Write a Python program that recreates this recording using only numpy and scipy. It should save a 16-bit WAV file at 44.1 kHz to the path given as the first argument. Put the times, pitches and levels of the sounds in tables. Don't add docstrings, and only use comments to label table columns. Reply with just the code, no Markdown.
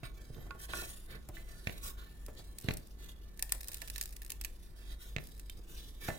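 import sys
import numpy as np
from scipy import signal
from scipy.fft import rfft, irfft, next_fast_len
from scipy.io import wavfile

SR = 44100
rng = np.random.default_rng(int(sys.argv[2]) if len(sys.argv) > 2 else 0)


def file_out(sig):
    cols = np.atleast_2d(sig).T
    lim = np.clip(cols, -1, 1)
    pcm = np.round(lim * 32767).astype(np.int16)
    wavfile.write(sys.argv[1], SR, pcm)


N = 272538
TIME = np.arange(N) / SR

# t/s, thump/dB, clack/dB, left over right/dB
LANDINGS = [(1.6712, -38, -36, -5), (1.694, -45, -48.5, -16), (2.6852, -33.5, -32, -10.5),
            (2.7079, -38.5, -38, 5), (5.163, -40.5, -37.5, -7.5), (5.183, -48.5, -44.5, -3),
            (6.086, -38, -48.5, -15)]
# f/Hz, level/dB
CLACK_SPECTRUM = [(300, -3.5), (680, 1), (900, -5), (1200, -11), (1500, -2), (2600, 7), (3100, -3.5),
                  (4100, 0), (5200, -14), (7200, -12), (9000, -27), (15000, -26)]
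# f/Hz, level/dB
RUMBLE_SPECTRUM = [(50, -9), (130, 5.5), (230, -5.5), (370, 0), (600, -12.5), (850, -20), (1200, -17.5),
                   (3000, -51)]
# f/Hz, level/dB
TICK_SPECTRUM = [(1500, -16), (3000, -6.5), (5000, -0.5), (7200, 1), (9000, 4), (11500, 1), (13700, 4),
                 (16000, -2.5)]
# f/Hz,
# level/dB
BODY_SPECTRUM = [(300, -27), (700, -10.5), (1400, -16.5), (1620, -8), (1780, 2.5), (2050, -7), (2650, -0.5),
                 (3200, -12.5), (4000, -4.5), (6000, -10)]


def from_db(db):
    return 10 ** (np.asarray(db) / 20)


def rms_one(x):
    return x / np.sqrt(np.mean(x ** 2) + 1e-20)


def panned(db):
    return from_db(np.array([[db], [-db]]) / 2)


def add(out, t, sound):
    at = int(np.clip(t * SR, 0, N - 1))
    out[:, at:at + sound.shape[1]] += sound[:, :N - at]


def colour(x, spectrum):
    hz, db = np.transpose(spectrum)
    grid = np.linspace(1, SR / 2, 4097)
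    gain = from_db(np.interp(np.log(grid), np.log(hz), db))
    cepstrum = irfft(np.log(gain))
    cepstrum[1:len(grid) - 1] *= 2
    cepstrum[len(grid):] = 0
    response = irfft(np.exp(rfft(cepstrum)))
    return signal.oaconvolve(x, response[None] / np.linalg.norm(response))[:, :x.shape[1]]


def butter(x, order, hz, kind):
    return signal.sosfilt(signal.butter(order, hz, kind, fs=SR, output="sos"), x)


def ring(x, hz, t60):
    r, w = from_db(-60 / (t60 * SR)), 2 * np.pi * hz / SR
    return signal.lfilter([0, np.sin(w)], [1, -2 * r * np.cos(w), r * r], x + 1e-18)


def drift(per_s):
    knots = rng.standard_normal(int(N / SR * per_s) + 2)
    return rms_one(np.interp(TIME * per_s, np.arange(len(knots)), knots))


def burst(t60, size=8192):
    return rng.standard_normal((2, size)) * from_db(-60 * TIME[:size] / t60)


def struck(modes, vary_db, spread_rad, size=12000):
    hz, db, t60 = np.transpose(modes)[:, :, None, None]
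    gain = from_db(db + vary_db * rng.standard_normal(db.shape))
    phase = np.pi * rng.integers(0, 2, db.shape) + spread_rad * rng.standard_normal((len(modes), 2, 1))
    decay = from_db(-60 * TIME[:size] / t60)
    sound = np.sum(gain * decay * np.sin(2 * np.pi * hz * TIME[:size] + phase), axis=0)
    return sound / np.sqrt(np.sum(gain ** 2)) / 2


def grains(per_s, size_db):
    sizes = from_db(size_db * np.minimum(rng.exponential(1, N), 4)) * rng.choice([-1, 1], N)
    return rms_one(sizes * (rng.random(N) < per_s / SR))[None]


def gesture(start, rise, length, fade_t60):
    t = TIME - start
    speeding_up = np.sin(np.pi / 2 * np.clip(t / rise, 0, 1)) ** 2
    return speeding_up * from_db(-np.clip(60 * (t - length) / fade_t60, 0, 200))


def room_tone(hum_hz=47.34, hum_width_hz=13.8):
    # f/Hz, level/dB
    air_spectrum = [(15, -1.5), (24, 14), (31, 3.5), (62, -11), (80, -0.5), (120, -16.5), (200, -12.5),
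                    (260, -19), (360, -21.5), (520, -30), (850, -31.5), (3600, -45), (7000, -47.5),
                    (16000, -51)]
    hum_band = hum_hz + hum_width_hz * np.array([-.5, .5])
    wavering = rms_one(butter(rng.standard_normal(N + SR), 2, hum_band, "band")[SR:])
    hum = rms_one(np.sin(2 * np.pi * hum_hz * TIME) + wavering)
    white = rng.standard_normal((3, N))
    centre = butter(white[2], 1, 500, "low")
    wide = butter(white[:2], 1, 500, "high") + 0.41 * white[:2]
    return from_db(-50) * hum + from_db(-52.5) * rms_one(colour(centre + wide, air_spectrum))


def room_tail(x, t60, wet_db):
    # f/Hz, level/dB
    tail_spectrum = [(60, 7), (200, 6), (600, 8.5), (2500, -3), (6000, -4.5), (16000, -3.5)]
    build_up = np.minimum(TIME[:22050] / .008, 1)
    tail = colour(burst(t60, size=22050) * build_up, tail_spectrum)
    tail /= np.linalg.norm(tail, axis=1, keepdims=True)
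    return from_db(wet_db) * signal.oaconvolve(x, tail, axes=1)[:, :N]


def hand_drag(strength):
    drag = rng.standard_normal(N) + 0.58 * rng.standard_normal((2, N))
    return strength * from_db(-5) * rms_one(colour(drag, RUMBLE_SPECTRUM)) * panned(-2.5)


def desk_bumps():
    # t/s, hollow knock/dB, thud/dB
    bumps = [(0.031, -46.5, -37.5), (0.301, -66, -38.5), (0.366, -63, -35), (0.38, -55, -38),
             (0.415, -62, -49), (0.466, -56, -37.5), (0.549, -51, -50), (0.692, -49, -60),
             (0.736, -42.5, -44), (0.819, -45, -39), (1.288, -47, -45), (2.283, -45.5, -41.5),
             (2.395, -53, -52), (2.643, -53.5, -28.5), (2.686, -39, -40), (3.544, -49.5, -64),
             (3.69, -53.5, -50), (3.822, -55.5, -71), (6.086, -33, -50)]
    # f/Hz, level/dB
    hollow_spectrum = [(150, -17.5), (350, 1), (500, -7), (660, -1.5), (850, -9), (1200, -12.5),
                       (4000, -29.5)]
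    # f/Hz, level/dB
    thud_spectrum = [(30, -20), (70, -9), (125, 2), (200, -16), (400, -15), (1200, -52)]
    hollow, thud = np.zeros((2, 2, N))
    for t, hollow_db, thud_db in bumps:
        mid, side = burst(t60=0.088)
        add(hollow, t, from_db(hollow_db - 1) * (mid + 0.33 * side * [[1], [-1]]))
        add(thud, t, from_db(thud_db + 0.5) * burst(t60=0.026)[:1] * panned(-6))
    return colour(hollow, hollow_spectrum) + colour(thud, thud_spectrum)


def desk_boom():
    # f/Hz, level/dB, t60/s
    low_modes = [(126.3, -0.5, 0.24), (215, -11.5, 0.17), (258.5, -10.5, 0.57), (329, -15.5, 0.32),
                 (366, -9, 0.19), (437, -11, 0.16)]
    boom, shudder = np.zeros((2, 2, N))
    for t, thump_db, _, _ in LANDINGS:
        add(boom, t, from_db(thump_db - 0.5) * struck(low_modes, vary_db=3, spread_rad=.4, size=20000))
        mid, side = burst(t60=0.13, size=20000)
        add(shudder, t, from_db(thump_db - 12.5) * (mid + 0.12 * side * [[1], [-1]]))
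    return boom + colour(shudder, RUMBLE_SPECTRUM)


def edge_squeaks():
    # t/s, length/s, f/Hz, level/dB
    squeaks = [(0.04, 0.037, 8500, -60.5), (0.343, 0.017, 12000, -62), (0.385, 0.054, 12400, -64)]
    out = np.zeros((2, N))
    for t, length, hz, db in squeaks:
        swell = np.sin(np.pi * np.minimum(TIME[:8192] / length, 1))
        pitch = hz * (1 + 0.0063 * drift(per_s=340)[:8192])
        whistle = np.sin(2 * np.pi * np.cumsum(pitch) / SR)
        add(out, t, from_db(db + 1.5) * swell * whistle * panned(-1))
    return out


def hand_pushes(rise_share=0.48):
    # t/s, length/s, fade t60/s, hiss/dB, rasp/dB, ring/dB, rumble/dB
    strokes = [(0.032, 0.029, 0.097, -55, -53, -48.5, -52), (0.154, 0.052, 0.69, -65.5, -71, -65, -57.5),
               (0.297, 0.16, 0.76, -67, -75, -63.5, -53.5), (0.576, 0.079, 0.069, -51, -59, -56, -59),
               (0.678, 0.04, .3, -55.5, -56, -50.5, -51.5), (0.715, .1, 0.59, -41.5, -47, -49, -50),
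               (1.07, 0.1, 0.059, -59, -58, -53, -49.5), (1.32, 0.081, 0.22, -58, -60.5, -61.5, -53.5),
               (1.462, 0.044, 1, -57.5, -61, -62, -57.5), (1.61, 0.17, 0.29, -55, -57, -60, -58.5),
               (1.811, 0.081, 0.16, -41.5, -52.5, -53, -54.5), (1.961, 0.054, 0.6, -57, -57, -58, -62),
               (2.097, 0.44, 0.45, -66.5, -72, -75, -64), (2.35, 0.047, 0.076, -61, -57.5, -69, -55),
               (2.622, 0.048, 0.79, -60, -57, -66, -50), (2.96, .13, 0.29, -55.5, -58.5, -63, -58.5),
               (3.387, 0.63, 1, -59, -65, -78, -71), (4.619, 0.032, .25, -60, -64, -81, -70),
               (4.72, 0.16, .3, -63, -66.5, -69, -76), (4.884, 0.052, 0.057, -53, -56.5, -63, -56),
               (4.98, 0.095, 0.33, -54, -60.5, -66, -73), (5.16, 0.11, .25, -61, -70, -79, -66),
               (5.565, .03, 0.078, -60, -69, -74, -52), (5.657, .14, 0.71, -54, -58.5, -66.5, -58),
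               (5.994, 0.089, 0.67, -47, -52, -51, -50)]
    motion = np.array([gesture(t, rise_share * length, length, fade) for t, length, fade, *_ in strokes])
    gains = from_db(np.array(strokes)[:, 3:]).T
    idle = from_db([[-67.5], [-72], [-74.5], [-61]])
    return np.sqrt(gains ** 2 @ motion ** 2 + idle ** 2)


def moving_contact(x, depth_db, per_s, bands=16):
    size = next_fast_len(N, True)
    hz = np.arange(size // 2 + 1) * SR / size
    band_position = np.interp(np.sqrt(hz), np.sqrt([1000, 16000]), [0, bands - 1])
    spectrum = rfft(x, size)
    out = 0
    for k in range(bands):
        band = irfft(spectrum * np.maximum(1 - abs(band_position - k), 0), size)[:, :N]
        out = out + band * from_db(depth_db * drift(per_s))
    return out


def turning_paths(x, per_s=6, count=6):
    weights = np.array([drift(per_s) for _ in range(count)])
    out = 0
    for weight in weights / np.linalg.norm(weights, axis=0):
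        paths = burst(t60=.028, size=2048)
        paths /= np.linalg.norm(paths, axis=1, keepdims=True)
        out = out + weight * signal.oaconvolve(x, paths)[:, :N]
    return out


def plate_modes(centre_hz, octave_db):
    # f/Hz, level/dB, t60/s
    modes = [(671, 3, 0.073), (1102, -0.5, 0.13), (1423, -7, 0.075), (1551, -4, 0.035), (1767, -3.5, 0.059),
             (2037, -7.5, 0.17), (2288, -7, 0.13), (2620, -3.5, 0.025), (3142, -5, 0.058),
             (3600, -11, 0.055), (4100, -13.5, 0.031)]
    return [(hz, db - octave_db * abs(np.log2(hz / centre_hz)), t60) for hz, db, t60 in modes]


def plate_slide(hiss_gain, rasp_gain, ring_gain):
    # f/Hz, level/dB
    hiss_spectrum = [(2500, -11.5), (5000, 1), (7400, -0.5), (8800, 3), (10000, -0.5), (13500, 1),
                     (16000, -2.5)]
    # f/Hz, level/dB
    rasp_spectrum = [(500, -15.5), (1000, -17.5), (1600, -6.5), (2400, -7.5), (3200, 1.5), (4100, 7.5),
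                     (4800, 3.5), (6500, -32)]
    contacts = grains(per_s=14000, size_db=2.5)
    friction = turning_paths(moving_contact(contacts, depth_db=2, per_s=10))
    friction *= from_db(2.64 * drift(per_s=110))
    ringing = 0
    for k, (hz, db, t60) in enumerate(plate_modes(centre_hz=1890, octave_db=9.5)):
        drive = contacts * from_db(3.5 * drift(per_s=7.6))
        polarity = [[1], [(-1) ** k]]
        ringing = ringing + ring(drive, hz, t60) * from_db(db) / np.sqrt(t60) * polarity
    return (from_db(-1) * hiss_gain * rms_one(colour(friction, hiss_spectrum)) * panned(-0.093)
            + rasp_gain * rms_one(colour(friction, rasp_spectrum)) * panned(-2.9)
            + from_db(-3.5) * ring_gain * rms_one(ringing) * panned(-10.5))


def plate_taps():
    # t/s, level/dB, centre of the excited modes f/Hz
    taps = [(0.0327, -39, 2480), (0.345, -50, 3860), (0.507, -31, 1340), (0.7339, -25, 1420),
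            (1.368, -39.5, 1900), (5.496, -40, 3500), (6.0816, -30.5, 1590), (6.0854, -33, 1790),
            (6.101, -33.5, 1770)]
    tone, click = np.zeros((2, 2, N))
    for t, db, centre_hz in taps:
        ringing = struck(plate_modes(centre_hz, octave_db=48), vary_db=1, spread_rad=0.51)
        contact = butter(burst(t60=0.03, size=12000), 2, [.72 * centre_hz, 1.4 * centre_hz], "band")
        add(tone, t + 0.000886, from_db(db) * (ringing + from_db(-2.5) * contact) * panned(-5))
        add(click, t + 0.000906, from_db(db - 7) * burst(t60=.016) / 2 * panned(-9.5))
    return tone + colour(click, CLACK_SPECTRUM)


def plate_knocks():
    # f/Hz, level/dB, t60/s
    desk_modes = [(1490, -5.5, 0.015), (1824, -6, 0.035), (2035, -7, 0.03), (2460, -8, 0.004),
                  (2670, -6, .018), (2830, -11, 0.013), (3300, -11, 0.0051), (3990, -6, 0.014),
                  (3960, -15.5, .016), (4091, -18.5, .016), (5200, -12.5, .01), (7500, -19, 0.012)]
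    # f/Hz, level/dB
    thump_spectrum = [(30, -6), (70, 3.5), (135, 5), (250, -9.5), (400, -13.5), (700, -16.5), (1100, -28),
                      (3000, -54)]
    push, clack, ringing = np.zeros((3, 2, N))
    for t, thump_db, clack_db, pan_db in LANDINGS:
        add(push, t + 0.00066, from_db(thump_db + 30.5) * panned(-0.54))
        add(clack, t + .0007, from_db(clack_db + 5) * burst(t60=0.02) * panned(pan_db))
        blow = struck(desk_modes, vary_db=3, spread_rad=0.5)
        add(ringing, t + .0007, from_db(clack_db + 8.5) * blow * panned(pan_db))
    return colour(push, thump_spectrum) + colour(clack, CLACK_SPECTRUM) + ringing


def chunk_crumble(ease_db_per_s=7):
    # t/s, length/s, level/dB
    squeezes = [(2.24, 0.65, -67.5), (2.525, .25, -58), (3.362, 0.26, -57.5), (3.59, 0.2, -54.5),
                (3.854, 0.44, -57), (5.2, .25, -66)]
    strength = 0
    for t, length, db in squeezes:
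        eased_db = db - ease_db_per_s * np.clip(TIME - t, 0, length)
        strength = strength + from_db(eased_db) * gesture(t, rise=0.021, length=length, fade_t60=0.22)
    crumbs = signal.oaconvolve(grains(per_s=55, size_db=2.5), burst(t60=.012, size=1024))[:, :N]
    return strength * rms_one(colour(crumbs, TICK_SPECTRUM) + from_db(-7) * colour(crumbs, BODY_SPECTRUM))


def chunk_crackle():
    # t/s, level/dB, body offset/dB
    catches = [(1.2872, -42.5, -30), (2.2626, -41, -26), (2.585, -34.5, -29), (2.611, -44, -26),
               (2.7366, -35.5, -40), (2.7695, -34, -32), (2.871, -49, -37), (3.3737, -47, -32),
               (3.3933, -36, -18.5), (3.493, -45.5, -9), (3.548, -40, -24), (3.674, -45, -27),
               (3.683, -31.5, -26), (3.716, -43.5, -12), (3.732, -39, -21), (3.7428, -31.5, -22),
               (3.8171, -41.5, -6), (3.771, -42, -23), (3.8807, -44, -12), (3.8992, -31.5, -21),
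               (3.959, -34, -15), (3.98, -33, -19), (4.0112, -25.5, -20), (4.0256, -34, -36),
               (4.0355, -34, -36), (4.056, -35.5, -22), (4.126, -44, -22), (4.1643, -38.5, -25),
               (4.218, -45.5, -11), (4.2473, -42.5, -25), (4.2972, -48, -11), (4.302, -30, -22),
               (4.3186, -31.5, -21), (4.4116, -32.5, -19.5), (4.438, -42, -15), (4.447, -29.5, -14.5),
               (5.2702, -44.5, -29), (5.3956, -42, -20.5), (5.497, -37.5, -30)]
    tick, body = np.zeros((2, 2, N))
    giving_way = 1 - np.exp(-TIME[:8192] / 0.00029)
    for t, db, body_db in catches:
        add(tick, t + 0.00054, from_db(db + 0.5) * burst(t60=0.017) * giving_way)
        add(body, t + 0.00063, from_db(db + body_db + 10.5) * burst(t60=0.031) * panned(-9))
    return colour(tick, TICK_SPECTRUM) + colour(body, BODY_SPECTRUM)


def chunk_snaps():
    # t/s, level/dB, left over right/dB
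    snaps = [(3.4252, -8, 8.5), (3.5218, -4, 5.5)]
    # f/Hz, level/dB, t60/s
    chunk_modes = [(5300, -26, 0.009), (7700, -19, 0.0028), (8950, -15.5, 0.0058), (10500, -13.5, 0.0026),
                   (14500, -17.5, 0.0059)]
    crack, shiver = np.zeros((2, 2, N))
    for t, db, pan_db in snaps:
        add(crack, t, from_db(db - 2) * struck(chunk_modes, vary_db=0.5, spread_rad=1) * panned(pan_db))
        add(shiver, t, from_db(db - 22) * burst(t60=0.019))
    return crack + colour(shiver, TICK_SPECTRUM) + from_db(-1) * colour(shiver, BODY_SPECTRUM)


def scene():
    hiss, rasp, ringing, rumble = hand_pushes()
    close = (plate_slide(hiss, rasp, ringing) + edge_squeaks() + hand_drag(rumble)
             + plate_knocks() + desk_boom() + plate_taps() + desk_bumps()
             + chunk_crackle() + chunk_crumble() + chunk_snaps())
    return close + room_tail(close, t60=0.31, wet_db=-13) + room_tone()


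def record(dry, cutoff_hz=15900):
    return signal.sosfilt(signal.ellip(10, .1, 80, cutoff_hz, fs=SR, output="sos"), dry)


dry = scene()
out = record(dry)
file_out(out)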